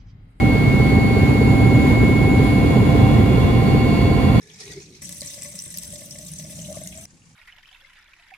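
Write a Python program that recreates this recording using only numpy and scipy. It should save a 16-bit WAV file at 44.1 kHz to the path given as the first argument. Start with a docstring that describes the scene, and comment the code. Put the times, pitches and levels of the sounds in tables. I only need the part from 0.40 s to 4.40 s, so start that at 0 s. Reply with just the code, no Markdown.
"""A helicopter's main rotor, heard from the cabin in level flight. It throbs, and each blade adds a slap
and a swish. The rotor drive whines loudly and speeds up a little. Airflow roars on the fuselage,
the cabin drones, the gears hum and pulse, and the turbine adds thin whistles that drift with its
own speed."""
import sys
import numpy as np
from scipy.fft import rfft, irfft, next_fast_len
from scipy.io import wavfile
from scipy.ndimage import map_coordinates

SR = 44100
rng = np.random.default_rng(int(sys.argv[2]) if len(sys.argv) > 2 else 0)


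def transcribe(u):
    """Save the signal u as a 16-bit wav file named by the first command-line argument.

    u: samples, shape (n,) or (channels, n), limited to [-1, 1]; the rate is SR.
    q: integer samples, one column per channel.
    """
    v = np.clip(np.atleast_2d(u).T, -1, 1)
    q = np.round(v * 32767).astype(np.int16)
    wavfile.write(sys.argv[1], SR, q)


N = 176400

SPEED_UP_S = (1.7, 2.5)  # start, end of the drive tones' level change
# rotor drive whine, tracks shaft speed: time_s, pitch_hz
DRIVE_PITCH = [(0, 2188), (.6, 2188), (1.1, 2182), (1.6, 2188), (2.1, 2193), (2.6, 2203), (3.1, 2208),
               (3.6, 2201), (4, 2210)]


def main_rotor():
    """Blade-pass harmonics, plus a pressure pulse and a swish of air per blade."""
    # throb: harmonic, level_db
    harmonics = [(2, -61), (3, -44.5), (4, -28), (5, -28.5), (6, -32), (7, -28), (8, -27.5), (9, -32),
                 (10, -41), (11, -37.5), (12, -43), (13, -29.5)]
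    # swish spectrum: freq_hz, density_db
    swish_spectrum = [(40, -56), (100, -30), (250, -22), (350, 1.5), (450, 12), (560, -13.5), (800, -3),
                      (2000, -50), (5000, -120)]
    # slap and swish envelope: time_s, gain_db
    blade_gain = [(0, 1), (.8, 1), (1.5, 1.5), (2.5, .5), (3.2, -.5), (4, -1.5)]
    start_blade_hz, first_slap_s, swish_half_width_s = 16.255, .033, .006
    slap_hz, slap_width_s, jitter_s, scatter_db = 395, .0042, .0005, 1.3
    passes = (drive_time() - first_slap_s) * start_blade_hz
    throb = sum(tone(2 * np.pi * k * passes + .29 * wobble(4.26), db - wobble(6.1), -2.4, -.15)
                for k, db in harmonics)
    blade = np.round(passes).astype(int)
    from_blade_s = (passes - blade) / start_blade_hz
    early, size = rng.standard_normal((N // 1000, 2))[blade].T  # one draw per blade
    window = np.exp(-(from_blade_s / slap_width_s) ** 2)
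    burst = window * np.sin(2 * np.pi * slap_hz * (from_blade_s + jitter_s * early))
    slap = amp(-16.5 + scatter_db * size) * burst
    swish = amp(-32) * unit(cabin_noise(swish_spectrum) / (1 + (from_blade_s / swish_half_width_s) ** 2))
    return throb + amp(curve(blade_gain)) * (slap + swish)


def drive_whine():
    """Loud whine and side tones locked to shaft speed; most side tones swell as it rises."""
    # whine envelope: time_s, level_db
    whine_level = [(0, -27), (.6, -28), (1.15, -29), (1.6, -26), (1.95, -28), (2.4, -33.5), (2.7, -36.5),
                   (3.15, -37.5), (3.53, -32), (3.8, -37), (4, -41.5)]
    # whine balance: time_s, left_minus_right_db
    whine_pan = [(0, 0.5), (.9, -2), (1.6, 0.5), (2.5, -2.5), (3.1, -9), (3.53, 0), (4, -15)]
    # tones around the speed-up: start_hz, before_db, after_db, pan_db, ear_phase_rad
    side_tones = [(506.5, -42, -35, 0, .3), (689.3, -42, -36, -1.5, .5), (1013, -46, -48, -9, 1.5),
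                  (2718, -59, -48.5, 0, .5), (2775, -52, -46, 0, .5), (3386, -56, -46.5, 2, 1.2),
                  (3470, -58, -55, 0, 1)]
    pitch_hz = curve(DRIVE_PITCH)
    whine = machine_tone(pitch_hz, curve(whine_level), curve(whine_pan), .034,
                         swing_db=.6, wander_rad=.06, flutter=.03)
    return whine + sum(
        machine_tone(hz * pitch_hz / pitch_hz[0], ramp(SPEED_UP_S, [before, after]), pan, ear_phase,
                     swing_db=1.5, wander_rad=.27, flutter=.41 * np.sqrt(hz / pitch_hz[0]))
        for hz, before, after, pan, ear_phase in side_tones)


def airflow():
    """Turbulent roar on the fuselage and a smooth hiss."""
    # roar spectrum: freq_hz, density_db
    roar_spectrum = [(15, -40), (30, -34), (38, -17), (48, -5), (70, -8.5), (115, 1), (165, -5), (215, -4),
                     (290, -8), (350, -13), (450, -18.5), (560, -19.5), (700, -22.5), (1000, -27.5),
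                     (1600, -46), (5000, -120)]
    # roar envelope: time_s, level_db
    roar_level = [(0, -15), (.7, -15.5), (1.3, -13.5), (2, -15.5), (2.7, -13.7), (3.2, -15), (4, -15)]
    # hiss spectrum: freq_hz, density_db
    hiss_spectrum = [(500, -23), (900, 4), (1500, -1), (1800, -1.5), (2150, 3), (2650, -4.5), (3200, -6),
                     (4100, -7.5), (5500, -18), (7200, -17), (9800, -24), (11000, -15.5), (13500, -27),
                     (15000, -26), (15700, -34)]
    left_lag_s = .00014
    roar = amp(curve(roar_level) + .55 * wobble(22.25)) * cabin_noise(roar_spectrum)
    roar = filtered(roar, lambda hz: np.exp(np.outer([-1j, 1j], np.pi * hz * left_lag_s)))
    hiss = amp(-33 + .64 * wobble(12)) * cabin_noise(hiss_spectrum)
    return roar + hiss


def cabin_drone():
    """Two low tones that swell and recede."""
    # drone envelopes: time_s, lower_db, upper_db
    envelopes = [(0, -29.5, -36), (.8, -25, -27), (1.6, -24, -26.5), (2.6, -25.5, -23.5),
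                 (3.1, -31.5, -35.5), (4, -27, -32)]
    pitches_hz = (255.1, 293.2)
    time_s, *levels_db = np.transpose(envelopes)
    return sum(machine_tone(hz, ramp(time_s, db), 0, .69, swing_db=1.2, wander_rad=.63, flutter=.13)
               for hz, db in zip(pitches_hz, levels_db))


def gearbox():
    """Gear and tail rotor hums, with a slowly beating mesh tone."""
    # hums: pitch_hz, level_db, pan_db, ear_phase_rad
    hums = [(57, -36, -2, 0), (114, -32.5, -2, 0), (930, -51, 0, 1), (1859, -53, 0, 1), (1906, -56, 0, 1),
            (1938, -57, 0, 1), (2137, -54, 0, 1), (2469, -56, 0, 1)]
    mesh_hz, beat_hz, beat_peak_s = 775.6, 1.5, .62
    beat = 1 + .35 * np.cos(2 * np.pi * beat_hz * (clock() - beat_peak_s))
    mesh = beat * machine_tone(mesh_hz, -35.5, .4, .52, swing_db=1.5, wander_rad=.23, flutter=.25)
    return mesh + sum(machine_tone(*hum, swing_db=2, wander_rad=.81, flutter=.13) for hum in hums)


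def pulsing_gears():
    """Mesh tones that swell once per turn of their shafts."""
    # tones around the speed-up: start_hz, before_db, after_db, pan_db, shaft_hz
    mesh_tones = [(1031, -46, -39.5, -8, 18.4), (1372, -48, -49, 1, 17.4)]
    drive_s = drive_time()
    gears = np.zeros((2, N))
    for hz, before, after, pan, shaft_hz in mesh_tones:
        pulse = 1 + .8 * np.cos(2 * np.pi * shaft_hz * drive_s)
        phase = 2 * np.pi * hz * drive_s + .66 * wobble(18)
        level_db = ramp(SPEED_UP_S, [before, after]) + wobble(9)
        gears += pulse * tone(phase, level_db, pan, .72)
    return gears


def turbine():
    """Thin whistles that drift together with turbine speed and fade in and out."""
    # main whistle: time_s, pitch_hz
    whistle_pitch = [(0, 6955), (.6, 6964), (1.2, 6967), (1.65, 7023), (2.1, 7020), (2.6, 6997),
                     (3.1, 6955), (3.6, 6958), (4, 7000)]
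    # strong whistles: start_hz, pan_db, ear_phase_rad
    whistles = [(1577, 0, 1), (4461, -3.5, 1.9), (6959, 0, .3), (10805, 3, 1.4)]
    # their envelopes: time_s, then level_db per whistle, low to high
    envelopes = [(0, -49, -51, -65, -63), (.7, -47, -44.5, -61, -55), (1.15, -49, -47, -55, -52),
                 (1.7, -47, -54, -57, -57), (2.15, -50, -49, -56, -52), (2.8, -57, -55, -61, -61),
                 (3.15, -58, -50, -65, -62), (3.5, -58, -44, -61, -64), (4, -58, -44, -61, -56)]
    # faint whistles: start_hz, level_db, pan_db, ear_phase_rad
    faint_whistles = [(1128, -49.5, 0, 1), (8922, -60, -2, 1.9), (9305, -64, 0, 1.7), (11425, -64, 0, 1.5),
                      (13370, -70, 0, 1.5), (13915, -69, 0, 1.5)]
    pitch_hz = curve(whistle_pitch)
    speed = pitch_hz / pitch_hz[0]
    time_s, *levels_db = np.transpose(envelopes)
    strong = sum(machine_tone(hz * speed, ramp(time_s, db), pan, ear_phase,
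                              swing_db=1, wander_rad=.71, flutter=.23)
                 for (hz, pan, ear_phase), db in zip(whistles, levels_db))
    faint = sum(machine_tone(hz * speed, db, pan, ear_phase, swing_db=1.2, wander_rad=.51, flutter=.12)
                for hz, db, pan, ear_phase in faint_whistles)
    return strong + faint


def drive_time():
    """Seconds counted at the speed of the rotor drive."""
    pitch_hz = curve(DRIVE_PITCH)
    return np.cumsum(pitch_hz / pitch_hz[0]) / SR


def cabin_noise(spectrum):
    """Stereo noise of rms 1, coherent in the bass, diffuse in the treble."""
    # likeness between the ears: freq_hz, correlation
    coherence = [(30, 0.92), (70, 0.86), (130, 0.94), (250, 0.49), (500, 0.49), (1000, -0.45),
                 (2000, -0.14), (4000, -0.16), (8000, -0.062), (14000, 0.087)]
    # cabin balance: freq_hz, left_minus_right_db
    balance = [(30, -12), (80, 0), (160, -3), (350, 0.6), (700, -.2), (1500, -1.5), (2500, 2), (4500, -5),
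               (8000, 0.5), (13000, 3.5)]

    def mid_side_gains(hz):
        angle = np.arccos(np.clip(log_interp(coherence, hz), -1, 1)) / 2
        return amp(log_interp(spectrum, hz)) * [np.cos(angle), np.sin(angle)]

    mid, side = filtered(rng.standard_normal((2, N)), mid_side_gains)
    ears = np.array([mid + side, mid - side])
    return unit(filtered(ears, lambda hz: amp(np.outer([.5, -.5], log_interp(balance, hz)))))


def machine_tone(hz, db, pan_db, ear_phase_rad, swing_db, wander_rad, flutter):
    """Tone with slow drift and fast flutter, both in phase and level."""
    phase = 2 * np.pi * np.cumsum(hz * np.ones(N)) / SR + wander_rad * wobble(6) + flutter * wobble(60)
    fade_db = swing_db * np.array([wobble(4.76), wobble(5.04)]) / 2 + swing_db * wobble(14)
    return tone(phase, db + fade_db, pan_db, ear_phase_rad) * (1 + flutter * wobble(45))


def tone(phase, db, pan_db, ear_phase_rad):
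    """Stereo sine; pan and ear phase are left minus right."""
    ears = np.array([[.5], [-.5]])
    peak = np.sqrt(2) * amp(db + ears * pan_db)
    return peak * np.sin(phase + ears * ear_phase_rad + rng.uniform(0, 2 * np.pi))


def amp(db):
    """Decibels to gain."""
    return 10 ** (np.asarray(db) / 20)


def unit(x):
    """Scale to rms 1."""
    return x / np.sqrt(np.mean(x ** 2) + 1e-20)


def log_interp(points, hz):
    """Interpolate (freq_hz, value) rows on a log axis."""
    freq_hz, values = np.transpose(points)
    return np.interp(np.log(hz + 1), np.log(freq_hz + 1), values)


def clock():
    """Sample times in seconds."""
    return np.arange(N) / SR


def ramp(time_s, values):
    """Linear interpolation to one value per sample."""
    return np.interp(clock(), time_s, values)


def curve(rows):
    """Ramp through (time_s, value) rows."""
    return ramp(*np.transpose(rows))


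def wobble(knots_per_s):
    """Smooth random curve."""
    return map_coordinates(rng.standard_normal(400), [clock() * knots_per_s + 2], mode="wrap")


def filtered(x, response):
    """FFT filter with gain response(hz)."""
    size = next_fast_len(N + SR // 2)
    return irfft(rfft(x, size) * response(np.fft.rfftfreq(size, 1 / SR)), size)[..., :N]


def scene():
    """Stereo sum in the cabin."""
    return (main_rotor() + airflow() + gearbox() + cabin_drone()
            + drive_whine() + pulsing_gears() + turbine())


def record(dry):
    """Soft peak limit, then a brick-wall low-pass."""
    ceiling, cutoff_hz = .98, 15700
    rounded = dry / (1 + (dry / ceiling) ** 8) ** (1 / 8)
    return filtered(rounded, lambda hz: hz < cutoff_hz)


dry = scene()
out = record(dry)
transcribe(out)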